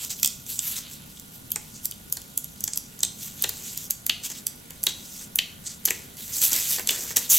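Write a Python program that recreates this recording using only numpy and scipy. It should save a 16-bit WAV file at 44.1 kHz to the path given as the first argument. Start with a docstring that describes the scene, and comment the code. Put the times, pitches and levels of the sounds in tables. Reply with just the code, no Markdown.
"""In a quiet room, hands flip through a small paper booklet just under a camera.
Each page edge ticks off the thumb, and pages often slap down a moment later: short bursts of shaped noise.
Fingers and sheets rub in between: longer strokes of noise made of many tiny slips.
A table and the room throw these sounds back, over a low hum, a thin whine and a faint buzz of high ticks."""
import sys
import numpy as np
from scipy import signal
from scipy.fft import rfft, irfft, next_fast_len
from scipy.io import wavfile
from scipy.ndimage import uniform_filter1d

SR = 44100
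rng = np.random.default_rng(int(sys.argv[2]) if len(sys.argv) > 2 else 0)


def output_pcm(signal):
    """Save a mono or channel-first signal as 16-bit PCM at the path in sys.argv[1].

    Samples are clipped to [-1, 1] before scaling.
    """
    pcm = np.clip(np.atleast_2d(signal).T, -1, 1) * 32767
    wavfile.write(sys.argv[1], SR, np.round(pcm).astype(np.int16))


N = 325458  # samples, about 7.4 seconds

# Hum of the room. Each row: frequency in Hz, level per Hz in dB relative to the other rows.
HUM_COLOUR = [(13, -28), (22, -10), (186, -0.5), (245, -2.5), (314, -12.5), (403, -12.5), (476, -13),
              (562, -15.5), (1220, -19), (1480, -28.5), (3310, -20.5), (4610, -25), (12200, -21.5),
              (15200, -57), (16500, -42)]
# How alike the hum is at left and right. Each row: frequency in Hz, likeness from -1 (opposite) to 1 (same).
HUM_LIKENESS = [(60, 0.98), (180, 0.91), (550, -0.27), (1650, -0.61), (4970, -0.29), (15000, 0.88)]
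HUM_DB = -47.5
WHINE_HZ, WHINE_DB = 1443, -63.5  # a faint fuzzy whine in the hum

# What the buzz rings with. Each row: frequency in Hz, level in dB, time to fall 60 dB in seconds,
# left over right in dB.
BUZZ_RINGS = [(9800, -8, .003, 0), (11200, 0, .005, -11), (12400, -5, .004, -1), (14700, -4, .003, 0)]
BUZZ_PER_S, BUZZ_START_S = 50, .0001
BUZZ_DB, BUZZ_VARIES_DB = -39, 1.5  # typical strength of a tick before its rings, and its random spread

# Broad ringing of the bent page. Each row: frequency in Hz, width in Hz, level in dB.
SHEET_RINGS = [(6120, 1500, -9), (7500, 2100, -8), (4760, 880, -15.5)]
# Ringing of its thin free edge. Each row: frequency in Hz, width in Hz, level in dB.
EDGE_RINGS = [(12220, 3800, -1.5), (14800, 1800, -5.5)]
# Ringing of the page stack in the hand. Each row: frequency in Hz, width in Hz, level in dB.
STACK_RINGS = [(390, 330, -6), (860, 440, -9.5), (1910, 800, -5.5)]
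# How alike the page sounds are at left and right. Each row: frequency in Hz, likeness from 0 to 1.
PAGE_LIKENESS = [(800, .8), (2500, .96), (6800, .97), (8300, .84), (9500, .55), (10700, .95), (13200, .985)]

# Strokes of skin and sheet sliding. Each row: peak time in seconds, sheet level in dB, ms to rise 20 dB,
# ms held, ms to fall 20 dB, edge over sheet in dB, air pocket over sheet in dB.
STROKE_ROWS = [(0.038, -35, 99, 3.3, 61, -1.5, -5.5), (.104, -29.5, 14, 11.4, 46, -6, -10.5),
               (.17, -46, 100, 33, 430, 1.5, -8), (0.494, -36.5, 39, 37, 125, 2, -8.5),
               (0.643, -37.5, 74, 80, 100, 5, -3.5), (.765, -31.5, 35, 13.4, 57, -3, -6),
               (.83, -56, 60, 61, 399, -7, 8), (.92, -47, 70, 20, 60, 2.5, -16),
               (1.1, -55, 93, 46, 400, -2, -14), (1.35, -50.5, 55, 7.6, 44, 5, -9),
               (1.6, -56, 300, 31, 300, 0, -7), (1.745, -44, 68, 19, 70, -19, -13),
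               (1.838, -44, 17, 4.4, 35, 2, -12), (2.735, -46, 34, 15, 60, -15, -12),
               (2.7, -51, 1000, 80, 397, -13, -20), (3.22, -39.5, 84, 40, 117, 0.5, -8),
               (3.416, -42.5, 113, 10, 163, -1, -2), (3.675, -39, 248, 12, 100, -6, -8),
               (3.74, -43.5, 700, 127, 28, -0.5, -9), (3.902, -35.5, -2, 3, 34, 3, -5),
               (4.238, -36.5, 8, 7.4, 32, -5, -5.5), (4.251, -28.5, 20, 8, 26.5, -4.5, -10),
               (4.316, -35, 51, 5.5, 22, -6, -6.5), (4.355, -41, 22, 30, 41, -4, -5),
               (4.886, -35, 13, 6, 53, -6, -3), (4.93, -54, 50, 16, 248, -3, 2),
               (5.2, -40.5, 445, 46, 26, -3, -10), (5.668, -32, 28, 7.6, 18, -14, -18),
               (5.7, -38.5, 40, 11, 72, -12, -11), (5.875, -35.5, 21, 8.7, 70, 2.5, -3),
               (5.95, -48, 200, 10, 340, -2, -3), (6.186, -44, 36, 140, 300, 3, -5.5),
               (6.337, -30.5, 29, 60, 100, -2, -17), (6.417, -22.5, 10, 28, 80, 4.5, -7.5),
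               (6.54, -27, 114, 42, 190, -0.5, -7), (6.712, -29, 135, 26, 111, 2, -6.5),
               (6.9, -30.5, 38, 30, 160, -5, -8.5), (7.01, -36.5, 200, 21, 150, -1, -11),
               (7.105, -36.5, 100, 8.7, 38, -1, -7), (7.163, -23.5, 4.5, 8, 44, 1, -7),
               (7.23, -37.5, 77, 11, 120, 0.5, -3.5), (7.302, -21, 10.5, 17, 400, 5, -11.5)]
# The fingers never rest quite still: sheet level, then edge and pocket over it.
HOLD_DB, HOLD_EDGE_DB, HOLD_POCKET_DB = -59.5, 4, -0.5
# The hand regrips and kneads the page stack. Each row: time in seconds, level in dB.
KNEADING = [(0, -71), (6.4, -59.5), (6.45, -44), (6.49, -60), (6.55, -41), (6.66, -56), (6.8, -45.5),
            (6.85, -54), (6.93, -41), (7.1, -52.5), (7.22, -48), (7.29, -78), (7.38, -62)]

# Page edges flick off the thumb. Each row: time in seconds, sheet level in dB, edge over sheet in dB,
# air pocket over sheet in dB.
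FLICK_ROWS = [(0.049, -25.5, 0, -21), (.1906, -39, 2, -7), (.1984, -31, 0, -18), (.2317, -9.5, -3, -16),
              (0.2471, -12, -2, -11), (.2601, -13.5, -.5, -35), (0.2756, -17, -4, -20),
              (0.4653, -32, -6, -16), (0.5919, -12.5, -12, -19), (1.172, -42.5, -8, -2),
              (1.198, -34, 0, -21), (1.5056, -45, 17, -8), (1.519, -22.5, 9, -14.5),
              (1.848, -34.5, 10, -12), (1.856, -19, 6, -25), (1.9125, -26, 0, -22), (1.921, -41, -5, 2.5),
              (2.1, -41, 6, -20), (2.218, -36, 1, -14), (2.126, -19.5, 7.5, -26), (2.377, -19, 7.5, -20.5),
              (2.444, -32.5, 9.5, -16), (2.6074, -28.5, 1, -33), (2.6405, -16.5, 2, -23.5),
              (2.735, -18.5, -27, -40), (2.7596, -33, 7, -14), (2.775, -19, 4.5, -22.5),
              (2.992, -34, 2, -30), (3.006, -24, -16, -29), (3.05, -16, -21, -20), (3.4238, -26, 15, -22),
              (3.7762, -22, 1, -36), (3.9079, -15, 3, -42), (4.0661, -22.5, 9, -23),
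              (4.4687, -17, 2.5, -19.5), (4.832, -24, -3, -29), (4.838, -25, 13.5, -26),
              (5.358, -26.5, 17, -23), (5.8546, -17, 7, -19), (5.8582, -13, 3, -23), (6.532, -14.5, 0, -17),
              (6.874, -15.5, -1.5, -16)]
FLICK_POCKET_HZ, FLICK_THUMP_DB = 3410, -54  # the thump is relative to the sheet
FLICK_MS, FLICK_SIDE_DB = 1.36, -.8  # time scale of the snap, left over right
# Pages slap down on the stack. Each row: time in seconds, sheet level in dB, edge over sheet in dB,
# air pocket over sheet in dB, pocket frequency in Hz, thump over sheet in dB.
SLAP_ROWS = [(1.5601, -18.5, -7, -16.5, 2170, -16), (2.1705, -27.5, -4, -7, 4540, -14.5),
             (2.6786, -19, -13, -16.5, 3140, -22), (3.033, -10.5, -7, -9.5, 3820, -26.5),
             (3.44, -19, -3, -2, 3900, -13), (3.4433, -19.5, -19, -5, 2950, -9.5),
             (3.4927, -24, 6, -8, 4700, -15), (4.096, -19, -3, 6, 3110, -16.5),
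             (4.3016, -29.5, -2, -12, 3270, -13), (4.7069, -35, 2, -10.5, 3170, -11),
             (4.8677, -17.5, 0, 3.5, 3980, -13), (5.3881, -20.5, 0, 7.5, 3170, -30),
             (5.8772, -30, -8, -15, 2900, -2.5), (5.8856, -35, -5, 9, 3160, -3),
             (5.9068, -16, -2, -6, 2340, -13), (6.17, -38.5, -2.5, -22, 2920, -13),
             (6.5198, -18, -11, -20, 4240, -14.5), (6.7836, -31, -5, 0.5, 4500, -1),
             (6.7952, -26.5, -1, -10, 2660, -5.5), (6.8901, -16, -5, -8, 3150, -42),
             (6.8925, -21, -9, 4.5, 3140, -18), (6.9085, -25.5, 7.5, -19, 3100, -9),
             (7.1066, -33.5, -1, -20, 3000, -3), (7.1692, -11.5, -1, -13.5, 3760, -17.5)]
SLAP_MS, SLAP_SIDE_DB = 2.26, 0.7  # time scale of the snap, left over right

# Echoes from near surfaces. Each row: delay in ms, level in dB.
NEAR_ECHOES = [(5.2, -27), (10.7, -17.5)]
# How long the room rings. Each row: frequency in Hz, time to fall 60 dB in seconds.
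ROOM_RING = [(500, 1), (1500, 0.38), (3200, 0.44), (7000, 0.37), (13000, 0.16)]
# The microphone pair, its left port shaded around 9 kHz. Each row: frequency in Hz, left over right in dB.
PORT_LEAN = [(3000, .3), (6800, -.3), (8100, -3.2), (9500, -5.5), (10700, -1.1), (13200, 0)]
TOP_HZ = 16000  # the microphones pass little above this


def gain_of(db):
    """Turn decibels into a plain multiplier."""
    return 10 ** (np.asarray(db) / 20)


def evened(x):
    """Scale to an rms of 1."""
    return x / np.sqrt(np.mean(x ** 2) + 1e-20)


def read(points, hz):
    """Read a curve off a two-column table, in straight lines over log frequency."""
    f, value = np.transpose(points)
    return np.interp(np.log(hz + 1), np.log(f + 1), value)


def humps(rings, hz):
    """Gain over frequency of a few broad resonances, rms 1 over all bins."""
    power = sum((gain_of(db) / (1 + (2 * (hz - f) / width) ** 2)) ** 2 for f, width, db in rings)
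    return evened(np.sqrt(power))


def alike(a, b, same):
    """Left and right from two separate noises: the right shares the given part of the left."""
    return np.array([a, same * a + np.sqrt(1 - same ** 2) * b])


def drifting_patches(bins, frames, tall, long):
    """Random ups and downs of rms 1, smoothed over frequency and then over time."""
    over_hz = uniform_filter1d(rng.standard_normal((bins, frames)), tall, 0)
    return evened(uniform_filter1d(over_hz, long, 1))


def hum():
    """Ventilation rumble and faint hiss with drifting patches, and a thin whine from a narrow band of noise."""
    frames, hz = N // 512 + 5, np.fft.rfftfreq(2048, 1 / SR)
    real, imaginary = rng.standard_normal((2, 2, 1025, frames))
    a, b = real + 1j * imaginary
    noise = alike(a, b, read(HUM_LIKENESS, hz)[:, None])
    patches = drifting_patches(1025, frames, 12, 8)
    air = noise * gain_of(read(HUM_COLOUR, hz)[:, None] + 0.86 * patches)
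    whine = noise * humps([(WHINE_HZ, 70, 0)], hz)[:, None]
    air, whine = (evened(signal.istft(v, nperseg=2048, noverlap=1536)[1][:, :N]) for v in (air, whine))
    return gain_of(HUM_DB) * air + gain_of(WHINE_DB) * whine


def buzz():
    """A faint, very regular high tick inside the camera body; its main ring is nearer the right port."""
    t = np.arange(300) / SR
    ring = 0
    for hz, db, t60, left_db in BUZZ_RINGS:
        fade = gain_of(db - 60 * t / t60 + np.array([[left_db], [0]]))
        ring = ring + fade * np.sin(2 * np.pi * hz * t)
    at = np.arange(BUZZ_START_S, N / SR, 1 / BUZZ_PER_S)
    train = np.zeros((1, N))
    train[0, (at * SR).astype(int)] = gain_of(BUZZ_DB + BUZZ_VARIES_DB * rng.standard_normal(len(at)))
    return signal.oaconvolve(train, ring, axes=1)[:, :N]


def strokes(t):
    """Level of sheet, then edge and pocket over it, in dB: each stroke swells, holds and dies away."""
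    s, db, rise_ms, held_ms, fall_ms, edge_db, pocket_db = np.transpose(STROKE_ROWS)[:, :, None]
    ms = 1000 * (t - s)
    rising = -ms / np.maximum(rise_ms, 1)
    falling = np.maximum(ms - held_ms, 0) / np.maximum(fall_ms, 1)
    away = np.maximum(rising, falling)  # 1 means 20 dB below the peak

    def level(part_db, rest_db):
        """Add the power of all strokes to that of the resting fingers."""
        power = (gain_of(db + part_db - 20 * away) ** 2).sum(0)
        return 10 * np.log10(power + gain_of(HOLD_DB + rest_db) ** 2)

    sheet = level(0, 0)
    return sheet, level(edge_db, HOLD_EDGE_DB) - sheet, level(pocket_db, HOLD_POCKET_DB) - sheet


def rubbing():
    """Skin and sheets slide: dense tiny slips in clumps, coloured by sheet, edge, air pocket and stack."""
    clumps = evened(uniform_filter1d(rng.standard_normal(N), 130))
    slips = gain_of(1.65 * clumps + 1.96 * np.minimum(rng.exponential(1, N), 4))
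    rough = evened(slips * rng.standard_normal((2, N)))
    hz, t, (a, b) = signal.stft(rough, SR, nperseg=128, noverlap=96)
    db, edge_db, pocket_db = strokes(t)
    knead_db = np.interp(t, *np.transpose(KNEADING)) - db  # relative to the sheet
    pocket_rings = [(3570, 2360, 28.0), (1990, 570, -40)]
    parts = [(SHEET_RINGS, 0), (EDGE_RINGS, edge_db), (pocket_rings, pocket_db), (STACK_RINGS, knead_db)]
    power = sum((humps(rings, hz)[:, None] * gain_of(part_db)) ** 2 for rings, part_db in parts)
    patches = drifting_patches(65, len(t), 4, 50)
    noise = alike(a, b, read(PAGE_LIKENESS, hz)[:, None])
    coloured = noise * np.sqrt(power) * gain_of(db + 2.0 * patches)
    return signal.istft(coloured, nperseg=128, noverlap=96)[1][:, :N]


def tick(row, noise):
    """A burst of slips shakes sheet and edge; the squeezed air pocket and the stack answer a little later."""
    s, db, edge_db, pocket_db, pocket_hz, thump_db, snap_ms, side_db = row
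    size = noise.shape[-1]
    t = (np.arange(size) - 512) / SR * 1000  # ms from the moment of the tick
    hz = np.fft.rfftfreq(size, 1 / SR)
    snap = np.exp(-abs(t) / (snap_ms * np.where(t < 0, .3, .5)))
    burst = snap + 0.24 * np.exp(-abs(t) / np.where(t < 0, 2.2, 3.1))
    swell = np.exp(-((t - 1.9) / 2.04) ** 2) + 0.17 * np.exp(-t / 14.0) * (t > 0)
    thump = np.exp(-abs(t - 1.5) / np.where(t < 1.5, 1.1, 6.5))
    pocket_rings = [(pocket_hz, 800, 0), (0.8 * pocket_hz, 800, -11), (1.47 * pocket_hz, 1500, -14)]
    parts = [(0, SHEET_RINGS, burst), (edge_db, EDGE_RINGS, burst),
             (pocket_db, pocket_rings, swell), (thump_db, STACK_RINGS, thump)]
    same, out = read(PAGE_LIKENESS, hz), np.zeros((2, size))
    for (part_db, rings, shape), (a, b) in zip(parts, noise):
        wave = irfft(alike(rfft(a * shape), rfft(b * shape), same) * humps(rings, hz))
        # the envelope alone sets the energy, whatever the noise happened to be
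        out += gain_of(part_db) * wave * np.linalg.norm(shape) / np.linalg.norm(wave[0])
    return gain_of(db + side_db * np.array([[.5], [-.5]])) * out


def ticks():
    """Flicks and slaps, each placed at its moment; a few slips in each burst stand out."""
    rows = [(*r, FLICK_POCKET_HZ, FLICK_THUMP_DB, FLICK_MS, FLICK_SIDE_DB) for r in FLICK_ROWS]
    rows += [(*r, SLAP_MS, SLAP_SIDE_DB) for r in SLAP_ROWS]
    noise = rng.standard_normal((len(rows), 4, 2, 2048))  # four parts, two channels
    noise *= gain_of(1.92 * np.minimum(rng.exponential(1, (len(rows), 1, 1, 2048)), 4))
    mix = np.zeros((2, N + 2048))
    for row, slips in zip(rows, noise):
        at = round(row[0] * SR) - 512
        mix[:, at:at + 2048] += tick(row, slips)
    return mix[:, :N]


def room(x):
    """A few near echoes, and sparse taps of random sign, each band dying at its own speed."""
    size = SR // 2
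    taps = np.zeros((2, size))
    slots = np.arange(160, size - 20, 20)
    at = slots + rng.integers(0, 20, (2, len(slots)))  # one tap somewhere in each slot
    np.put_along_axis(taps, at, rng.choice([-1., 1.], at.shape), 1)
    hz, t, (a, b) = signal.stft(taps, SR, nperseg=256)
    same = read(PAGE_LIKENESS, hz)[:, None] ** 3  # the tail is less alike at the two ports than the direct sound
    fade = gain_of(-60 * t / read(ROOM_RING, hz)[:, None])
    tail = signal.istft(alike(a, b, same) * fade, SR, nperseg=256)[1]
    tail = gain_of(-10.0) * tail / np.linalg.norm(tail, axis=1, keepdims=True)
    for ms, db in NEAR_ECHOES:
        tail[:, round(ms * SR / 1000)] += gain_of(db)
    return signal.fftconvolve(x, tail, axes=1)[:, :N]


def scene():
    """Add up the sounds; the room answers the page sounds, and the rubbing less strongly."""
    near, slide = ticks(), rubbing()
    return hum() + buzz() + slide + near + room(near + 0.47 * slide)


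def record(dry):
    """The two microphone ports differ a little in the treble; peaks overload; the top is cut off."""
    size = next_fast_len(N)
    lean_db = read(PORT_LEAN, np.fft.rfftfreq(size, 1 / SR)) * np.array([[.5], [-.5]])
    leaned = irfft(rfft(dry, size) * gain_of(lean_db), size)[:, :N]
    overloaded = np.clip(leaned, -.92, .92)
    low_pass = signal.firwin(401, TOP_HZ, window=("kaiser", 9), fs=SR)
    return signal.oaconvolve(overloaded, low_pass[None], "same")


dry = scene()
out = record(dry)
output_pcm(out)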